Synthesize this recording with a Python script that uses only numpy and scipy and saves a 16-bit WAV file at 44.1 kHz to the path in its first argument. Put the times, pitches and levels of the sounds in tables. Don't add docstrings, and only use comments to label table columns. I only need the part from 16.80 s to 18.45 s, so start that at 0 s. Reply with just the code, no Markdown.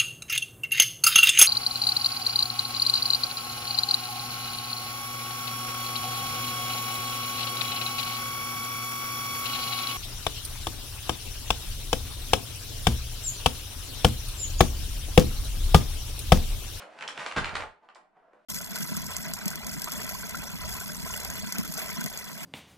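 import sys
import numpy as np
from scipy import signal
from scipy.fft import rfft, irfft, next_fast_len
from scipy.io import wavfile

SR = 44100
rng = np.random.default_rng(int(sys.argv[2]) if len(sys.argv) > 2 else 0)


def dump_mix(stems):
    frames = np.atleast_2d(stems).T
    limited = np.clip(frames, -1, 1)
    pcm = np.round(limited * 32767).astype(np.int16)
    wavfile.write(sys.argv[1], SR, pcm)


N = 72765
T = np.arange(N) / SR

# time in seconds, level in dB.
ROLL_LEVELS = [(0, -53.5), (.07, -55.5), (.15, -63.5), (.22, -50), (.33, -53), (.39, -50), (.54, -52),
               (.62, -48.5), (.84, -46), (.89, -69), (1.005, -76.5), (1.036, -58.5), (1.09, -72.5),
               (1.19, -65.5), (1.3, -79), (1.37, -65.5), (1.425, -69.5), (1.465, -65), (1.51, -71),
               (1.55, -65), (1.65, -74)]
RATTLE_LEVELS = [(0, -42), (.06, -67), (.14, -60), (.18, -56), (.335, -61.5), (.365, -48.5), (.41, -44),
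                 (.54, -52.5), (.6, -47.5), (.72, -52), (.83, -47), (.88, -96), (1.01, -87), (1.038, -72),
                 (1.085, -85), (1.3, -110), (1.65, -78)]
RUMBLE_LEVELS = [(0, -87), (.38, -78), (.55, -65), (.62, -36.5), (.7, -48), (.82, -46.5), (.91, -64),
                 (1, -98)]
# frequency in Hz, gain in dB.
ROLL_TONE = [(40, -42.5), (100, -30.5), (160, -9.5), (400, -5.5), (680, -0.5), (950, -5.5), (1400, -5.5),
             (2200, -19), (4000, -32.5), (11000, -54)]
RATTLE_TONE = [(200, -34), (600, -2.5), (1200, 6), (2600, -0.5), (4500, -10), (9000, -22), (11500, -41)]
RUMBLE_TONE = [(12, -24), (28, -6.5), (44, -29), (52, -14.5), (70, -8), (110, -18), (250, -34.5),
               (1000, -82.5)]
TRACK_TONE = [(200, 0), (350, 9), (550, 0), (900, 4), (1500, 2.5), (3000, 0), (4400, -4.5), (5300, -4),
              (8000, -5.5), (10000, -12.5), (11500, -33), (16000, -21.5)]
HISS_TONE = [(30, 11.5), (90, -15.5), (170, 12.5), (700, 0), (2000, -0.5), (4000, -20.5), (9000, -24.5),
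             (15000, -53.5)]
# time in seconds, pitch in Hz.
HOLLOW_PITCHES = [(.04, 566), (.1, 655), (.16, 880), (1.05, 867), (1.37, 705), (1.56, 610)]
# start in seconds, level in dB, low edge in Hz, top edge in Hz,
# share sent into the room in dB.
BALL_CLICKS = [(0.0211, -45.5, 740, 2190, -11), (.188, -45, 880, 3800, -1.5),
               (0.2092, -38.5, 1230, 2300, 3.5), (0.2246, -36, 1340, 2420, -7.5),
               (0.2375, -39, 900, 2600, -0.5), (0.2871, -35, 1000, 3300, 1), (0.3769, -35, 716, 3000, -2.5),
               (0.395, -37.5, 835, 2600, -0.5), (0.4036, -43, 930, 5000, 1),
               (0.455, -46.5, 590, 3000, 13.5), (0.4623, -30.5, 600, 3840, -8.5),
               (0.473, -42, 700, 6100, 3.5), (0.5128, -36, 680, 2700, -1), (.5225, -37.5, 690, 3000, -4),
               (0.6448, -29.5, 900, 2300, 1.5), (0.675, -37.5, 610, 1950, 3.5),
               (0.693, -39.5, 1090, 2600, -12), (0.7415, -45.5, 1580, 3000, 7.5),
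               (0.754, -27, 640, 3270, 0), (0.7672, -33, 494, 1470, -1), (0.8056, -36, 586, 3200, -6.5),
               (.822, -34.5, 644, 1730, -6.5), (.836, -38, 536, 1660, -6.5),
               (1.0876, -50.5, 580, 1350, 3.5), (1.1558, -49.5, 800, 900, 4), (1.5332, -56, 510, 520, -2.5)]
# pitch in Hz, level in dB, seconds to fade by 60 dB.
TRACK_NOTES = [(859, -35, 0.059), (951, -40.5, 0.09), (1219, -33, 0.052), (1412, -34.5, 0.051),
               (1596, -35, 0.035), (1898, -34, 0.052), (2337, -26.5, 0.026), (2700, -21.5, 0.015),
               (4520, -20, 0.0083)]
FLOOR_NOTES = [(64.1, -1.5, .42), (86.5, -10.5, 0.12), (146.5, 4.5, 0.13), (195.4, 0, 0.19),
               (248, -1.5, 0.14)]
# multiple of its top edge, gain in dB.
HIT_DULLING = [(.6, 0), (1.15, -2.5), (1.7, -10), (3, -16), (8, -35.5)]
# start in seconds, level in dB, ping pitch in Hz, ping strength in dB.
JOINT_SNAPS = [(.2776, -34, 3200, -1), (.281, -40.5, 5520, 4), (.6448, -36.5, 4180, 12),
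               (0.693, -45.5, 4140, 10), (0.7542, -41, 4200, 9), (1.089, -61, 3190, 14),
               (1.1483, -57, 4840, -14)]
# start in seconds, level in dB, low edge in Hz.
FLOOR_THUDS = [(0.388, -43, 153), (0.563, -38, 80.3), (0.5733, -24.5, 45), (0.611, -29.5, 45),
               (0.731, -41.5, 60)]
# start in seconds, level in dB.
SHOVE_BLOWS = [(0.5614, -36), (0.5645, -27), (0.5707, -28), (0.5762, -28), (0.582, -28), (0.587, -30)]
# delay in seconds, left gain, right gain.
WALL_ECHOES = [(.0098, .15, 0.15), (.0118, 0.351, 0.045), (.0138, .3, 0.083)]
# frequency in Hz, seconds to fade by 60 dB.
ROOM_FADES = [(150, 0.24), (800, 0.32), (2500, 0.32), (6000, 0.26), (12000, 0.21)]
# frequency in Hz, gain in dB.
ROOM_TONE = [(100, -4), (400, -2), (1000, -1), (2500, -1), (6000, 0), (10000, 10), (13500, 4)]
# frequency in Hz, likeness from -1 (opposite) to 1 (the same).
ROOM_ALIKE = [(100, 0.25), (300, 1), (600, 0.28), (2500, 0.37), (5000, 0.56), (8000, -0.37)]


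def from_db(db):
    return 10 ** (np.asarray(db) / 20)


def rms_one(x):
    return x / np.sqrt(np.mean(x ** 2) + 1e-20)


def at_hz(points, hz):
    f, v = np.transpose(points)
    return np.interp(np.log(np.maximum(hz, 1)), np.log(f), v)


def level(rows):
    return from_db(np.interp(T, *np.transpose(rows)))


def pan(db):
    return from_db([[db], [-db]])


def colour(x, tone):
    size = 2 * next_fast_len(x.shape[-1] + SR // 10)
    gains = from_db(at_hz(tone, np.linspace(0, SR / 2, size // 2 + 1)))
    cepstrum = irfft(np.log(gains))
    cepstrum[1:size // 2] *= 2
    cepstrum[size // 2 + 1:] = 0
    return irfft(rfft(x, size) * np.exp(rfft(cepstrum)))[..., :x.shape[-1]]


def add(out, s, sound):
    start = max(int(s * SR), 0)
    out[start:start + len(sound)] += sound[:N - start]


def stereo_noise(tone):
    return rms_one(colour(rng.standard_normal((2, N)), tone))


def rolling(levels, tone, bumps_per_s, spread_db, surge_db=2.25, surges_per_s=70):
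    sizes = from_db(spread_db * np.minimum(rng.exponential(1, N), 4)) * rng.choice([-1, 1], N)
    bumps = sizes * (rng.random(N) < bumps_per_s / SR)
    surge = from_db(surge_db * np.interp(T * surges_per_s, np.arange(N), rng.standard_normal(N)))
    return level(levels) * rms_one(colour(bumps * surge, tone))


def hollow(x, width_hz=67, strength_db=3.5):
    pitch_hz = np.interp(T, *np.transpose(HOLLOW_PITCHES))
    turn = np.exp(2j * np.pi * np.cumsum(pitch_hz) / SR)
    decay = np.exp(-np.pi * width_hz / SR)
    note = turn * signal.lfilter([1 - decay], [1, -decay], x / turn)
    return x + from_db(strength_db) * 2 * np.real(note)


def ring(notes, t):
    return sum(from_db(db - 60 * t / fade_s) * np.sin(2 * np.pi * hz * t) for hz, db, fade_s in notes)


def crack(t, fade_s, spike_db=-15.5):
    fade = from_db(-60 * t / fade_s)
    burst = (t == 0) * from_db(spike_db) + rng.standard_normal(len(t)) * fade / np.linalg.norm(fade)
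    for _ in range(4):
        spectrum = rfft(burst)
        burst = irfft(spectrum / (np.abs(spectrum) + 1e-9), len(t)) * (t < fade_s)
    return burst / np.linalg.norm(burst)


def track_hit(low_hz, top_hz, extra_notes=(), crack_s=0.02, crack_db=10.5):
    t = T[:SR // 8]
    notes = [(hz, db + 2 * rng.standard_normal(), fade_s) for hz, db, fade_s in TRACK_NOTES]
    blow = from_db(crack_db) * crack(t, crack_s) + ring(notes + list(extra_notes), t)
    blow = signal.sosfilt(signal.butter(3, low_hz, "high", fs=SR, output="sos"), blow)
    blow = colour(blow, [(multiple * top_hz, db) for multiple, db in HIT_DULLING])
    blow = colour(blow, TRACK_TONE)
    return blow / np.sqrt(np.mean(blow[:SR // 200] ** 2))


def ball_clicks():
    direct, sent = np.zeros((2, N))
    for s, db, low_hz, top_hz, room_db in BALL_CLICKS:
        click = track_hit(low_hz, top_hz)
        add(direct, s, from_db(db) * click)
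        add(sent, s, from_db(db + room_db) * click)
    return direct, sent


def joint_snaps(ping_fade_s=.0055):
    out = np.zeros(N)
    for s, db, ping_hz, ping_db in JOINT_SNAPS:
        ping = (ping_hz, ping_db, ping_fade_s)
        add(out, s, from_db(db) * track_hit(low_hz=3000, top_hz=6830, extra_notes=[ping]))
    return out


def floor_thuds():
    out = np.zeros(N)
    boom = ring(FLOOR_NOTES, T[:SR // 2])
    for s, db, low_hz in FLOOR_THUDS:
        thud = signal.sosfilt(signal.butter(2, low_hz, "high", fs=SR, output="sos"), boom)
        add(out, s, -from_db(db) * thud / np.abs(thud).max())
    return out


def shove_knock(flex_hz=1574, flex_db=-17, flex_fade_s=0.027):
    out = np.zeros(N)
    for s, db in SHOVE_BLOWS:
        flex = (flex_hz * (1 + .04 * rng.standard_normal()), flex_db, flex_fade_s)
        blow = track_hit(low_hz=345, top_hz=3430, extra_notes=[flex], crack_s=0.031)
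        add(out, s, from_db(db) * blow)
    return out


def drag_rumble():
    return level(RUMBLE_LEVELS) * stereo_noise(RUMBLE_TONE) * pan(db=-3)


def room(x, build_s=0.0052):
    t = T[:SR // 2]
    hz = np.linspace(0, SR / 2, len(t) // 2 + 1)
    noise, tail = rfft(rng.standard_normal((2, len(t)))), 0
    build = 1 - np.exp(-(t / build_s) ** 2)
    edges_hz = np.geomspace(80, 16000, 19)
    for low, high in zip(edges_hz, edges_hz[1:]):
        centre = np.sqrt(low * high)
        fade = from_db(-60 * t / at_hz(ROOM_FADES, centre))
        bands = irfft(noise * ((hz >= low) & (hz < high)), len(t)) * fade * build
        mid, side = bands / np.linalg.norm(bands, axis=1, keepdims=True) * np.sqrt((high - low) / SR)
        alike = np.clip(at_hz(ROOM_ALIKE, centre), -1, 1)
        left_right = np.sqrt(1 + alike) * mid + np.sqrt(1 - alike) * side * [[1], [-1]]
        tail = tail + from_db(at_hz(ROOM_TONE, centre)) * left_right
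    for delay, left, right in WALL_ECHOES:
        tail[:, int(delay * SR)] += (left, right)
    return signal.fftconvolve(x[None], tail, axes=1)[:, :N]


def moving_room(x, change_s=.1):
    out = np.zeros((2, N))
    for s in np.arange(0, T[-1] + change_s / 2, change_s):
        blend = np.sqrt(np.maximum(1 - np.abs(T - s) / change_s, 0))
        out += room(x * blend)
    return out


def scene():
    clicks, clicks_to_room = ball_clicks()
    snaps = joint_snaps()
    roll = hollow(rolling(ROLL_LEVELS, ROLL_TONE, bumps_per_s=3500, spread_db=0.5))
    rattle = rolling(RATTLE_LEVELS, RATTLE_TONE, bumps_per_s=1600, spread_db=1.5)
    toy = shove_knock() + roll + rattle
    rumble = drag_rumble()
    hiss = from_db(-77.5) * stereo_noise(HISS_TONE)
    direct = (clicks + snaps + toy + floor_thuds()) * pan(db=-1)
    echoes = moving_room(clicks_to_room + from_db(-2) * snaps + toy) * pan(db=-0.74)
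    return direct + echoes + rumble + hiss


def record(dry):
    return signal.sosfilt(signal.ellip(10, .1, 80, 15400, fs=SR, output="sos"), dry)


dry = scene()
out = record(dry)
dump_mix(out)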